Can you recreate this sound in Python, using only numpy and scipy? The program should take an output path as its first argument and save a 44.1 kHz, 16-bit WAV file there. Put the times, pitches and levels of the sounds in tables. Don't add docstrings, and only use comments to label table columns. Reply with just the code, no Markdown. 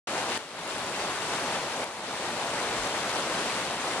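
import sys
import numpy as np
from scipy import signal
from scipy.fft import rfft, irfft, next_fast_len
from scipy.io import wavfile
from scipy.ndimage import uniform_filter1d, minimum_filter1d, map_coordinates

SR = 44100
rng = np.random.default_rng(int(sys.argv[2]) if len(sys.argv) > 2 else 0)


def persist_wave(psi):
    counts = np.round(np.clip(psi, -1, 1) * 32767).astype(np.int16)
    wavfile.write(sys.argv[1], SR, np.atleast_2d(counts).T)


N = 176400

# time_s, gain_db
FLOW_SURGES = [(.07, 0.5), (.28, 1.5), (.33, 2.3), (.5, 0), (.7, 2), (.85, 0), (1.04, 2), (1.18, 0.5),
               (1.35, 2), (1.55, 1.4), (1.59, -0.5), (1.85, 0.6), (2.35, 0.87), (2.62, 1.5), (2.95, 1.67),
               (3.4, 1.7), (3.62, 1.4), (3.7, 0), (3.87, 1.1), (4, 1.2)]
# time_s, gain_db
DEEP_RIDE = [(.2, -3), (.75, 1), (1.15, -2.5), (1.48, 1), (1.72, -2), (2, 1), (2.8, 0), (3.35, 1.3),
             (3.85, -1)]
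# time_s, gain_db
HOLLOW_RIDE = [(.2, 0.5), (.5, -0.8), (.9, -0.5), (1.1, -2.3), (1.5, 0.5), (1.75, 2), (2.05, 0.7),
               (2.4, 0.8), (2.8, 0), (3, -0.2), (3.5, -0.5), (4, -1.8)]
# centre_hz, width_hz
HOLLOW_RESONANCES = [(570, 120), (860, 230)]
# frequency_hz, gain_db
WATER_EQ = [(20, -26), (40, -21), (65, -15.5), (130, -7), (300, -2.5), (440, -1.47), (590, 0.4),
            (700, -1.16), (860, 0.95), (1050, -1.2), (1400, -3.5), (2600, -7), (3800, -9.5), (5300, -13.5),
            (7500, -17), (9600, -19.5), (11200, -27.5), (12400, -34), (14000, -45)]
# frequency_hz, left_minus_right_db
LEFT_LEAN = [(300, 1), (1200, 1), (2600, 1.4), (3800, 4), (5300, 4), (7000, 7.5), (9300, 10.5),
             (11000, 7.5), (12400, 0)]
# frequency_hz, likeness
STEREO_LIKENESS = [(25, 0.2), (70, 0.98), (200, 1), (550, 0.98), (1000, 0.94), (1500, 0.8), (2200, 0.42),
                   (3500, 0.14), (8000, 0.24)]
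# frequency_hz, lead_rad
LEFT_LEAD = [(0, 0), (1000, .38), (3000, 1), (4200, 1.7), (5300, 3.6), (8500, 5.2), (11000, 5.2),
             (12500, 6.2)]
# peak_s, half_width_s, level_db
BREEZE_PUFFS = [(.34, .05, -60), (1.03, 0.11, -62), (1.6, .15, -68), (2.8, 0.055, -52), (3.25, .35, -65)]
# frequency_hz, gain_db
BREEZE_EQ = [(8, -15), (25, -3), (50, 15), (110, -20), (300, -45), (1000, -120)]
# time_s, peak_db
CLOSE_TICKS = [(.377, -9.5), (.782, -18.5), (1.843, -14.5)]


def amp(db):
    return 10 ** (np.asarray(db) / 20)


def unit(x):
    return x / np.sqrt(np.mean(x ** 2) + 1e-20)


def along(points, hz):
    frequencies, values = np.transpose(points)
    return np.interp(np.log(hz + 1), np.log(frequencies + 1), values)


def ride(points):
    return np.interp(np.arange(N) / SR, *np.transpose(points))


def wobble(rate_hz):
    return map_coordinates(rng.standard_normal(1024), [np.arange(N) * rate_hz / SR], mode="mirror")


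def filtered(x, response):
    size = next_fast_len(N + SR // 2)
    return irfft(rfft(x, size) * response(np.fft.rfftfreq(size, 1 / SR)), size)[..., :N]


def churn(patchy_db):
    spectrum = signal.stft(rng.standard_normal((2, N)), nperseg=256)[2]
    patches = uniform_filter1d(rng.standard_normal(spectrum.shape[1:]), size=9, axis=0, mode="wrap")
    patches = unit(uniform_filter1d(patches, size=12, axis=1))
    return unit(signal.istft(spectrum * amp(patchy_db * patches), nperseg=256)[1][:, :N])


def water_pings(count, low_hz, high_hz, cycles, scatter_db, rise):
    when, pan, smallness, weakness = rng.random((4, count, 1))
    pitch_hz = low_hz * (high_hz / low_hz) ** smallness
    offsets = np.arange(SR // 100)
    age = pitch_hz * offsets / SR / cycles
    envelope = amp(-scatter_db * weakness - 60 * age) * np.sqrt(pitch_hz)
    rings = envelope * np.sin(2 * np.pi * cycles * age * (1 + rise * age / 2))
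    slots = ((when * N).astype(int) + offsets).ravel()
    panned = [rings * law(2 * np.pi * pan) for law in (np.cos, np.sin)]
    return unit(np.array([np.bincount(slots, channel.ravel(), N)[:N] for channel in panned]))


def at_ports(pair):
    def tone_and_width(hz):
        spread = np.arccos(np.clip(along(STEREO_LIKENESS, hz), 0, 1)) / 2
        return amp(along(WATER_EQ, hz)) * [np.cos(spread), np.sin(spread)]

    def lean_left(hz):
        split = np.array([[.5], [-.5]])
        lead_rad = np.interp(hz, *np.transpose(LEFT_LEAD))
        return amp(split * along(LEFT_LEAN, hz)) * np.exp(1j * split * lead_rad)

    mid, side = filtered(pair, tone_and_width)
    return unit(filtered(np.array([mid + side, mid - side]), lean_left))


def shifting_roar(water, deep_hz=250):
    deep = filtered(water, lambda hz: 1 / (1 + (hz / deep_hz) ** 4))
    hollow = filtered(water, lambda hz: sum(1 / (1 + (2 * (hz - centre_hz) / width_hz) ** 4)
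                                            for centre_hz, width_hz in HOLLOW_RESONANCES))
    return water + (amp(ride(DEEP_RIDE)) - 1) * deep + (amp(ride(HOLLOW_RIDE)) - 1) * hollow


def river(base_db=-31.5):
    body = churn(patchy_db=0.91)
    bubbles = water_pings(count=4000, low_hz=504, high_hz=3040, cycles=21, scatter_db=13.5, rise=0.21)
    spray_db = -8.5 + wobble(rate_hz=18)
    spray = water_pings(count=6500, low_hz=3800, high_hz=11600, cycles=5.8, scatter_db=15.5, rise=.1)
    water = at_ports(body + amp(-20) * bubbles + amp(spray_db) * spray)
    flow_db = base_db + ride(FLOW_SURGES) + 0.31 * wobble(rate_hz=21.31)
    return amp(flow_db) * shifting_roar(water)


def breeze():
    t = np.arange(N) / SR
    puffs = sum(amp(level_db) * np.exp(-((t - peak_s) / half_width_s) ** 2)
                for peak_s, half_width_s, level_db in BREEZE_PUFFS)
    rumble = filtered(rng.standard_normal((2, N)), lambda hz: amp(along(BREEZE_EQ, hz)))
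    return puffs * unit(rumble)


def ticks(pitch_hz=8400, half_width_s=0.0001, right_db=-26):
    left = np.zeros(N)
    for time_s, peak_db in CLOSE_TICKS:
        t = np.arange(N) / SR - time_s
        left += amp(peak_db) * np.cos(2 * np.pi * pitch_hz * t) * np.exp(-(t / half_width_s) ** 2)
    return np.array([left, amp(right_db) * left])


def gain_control(x, sense_hz=5130, threshold_db=-21, sink_s=0.038, hold_s=0.16, release_s=0.16):
    sidechain = np.abs(filtered(x, lambda hz: hz > sense_hz)).max(axis=0)
    over_db = np.maximum(20 * np.log10(sidechain + 1e-9) - threshold_db, 0)
    hold = int(hold_s * SR)
    held_db = -minimum_filter1d(-over_db, hold, origin=(hold - 1) // 2, mode="constant")
    release = np.exp(-np.arange(N) / SR / release_s)
    fast_db = np.maximum.accumulate(held_db / release) * release
    pole = np.exp(-1 / (sink_s * SR))
    slow_db = signal.lfilter([1 - pole], [1, -pole], fast_db)
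    fast_share = 0.87
    return x * amp(-fast_share * fast_db - (1 - fast_share) * slow_db)


def scene():
    return river() + breeze() + ticks()


def record(dry):
    start_s, fade_s, top_hz = .071, 0.0029, 14150
    fade_in = np.clip((np.arange(N) / SR - start_s) / fade_s, 0, 1)
    return filtered(gain_control(dry * fade_in), lambda hz: hz < top_hz)


dry = scene()
out = record(dry)
persist_wave(out)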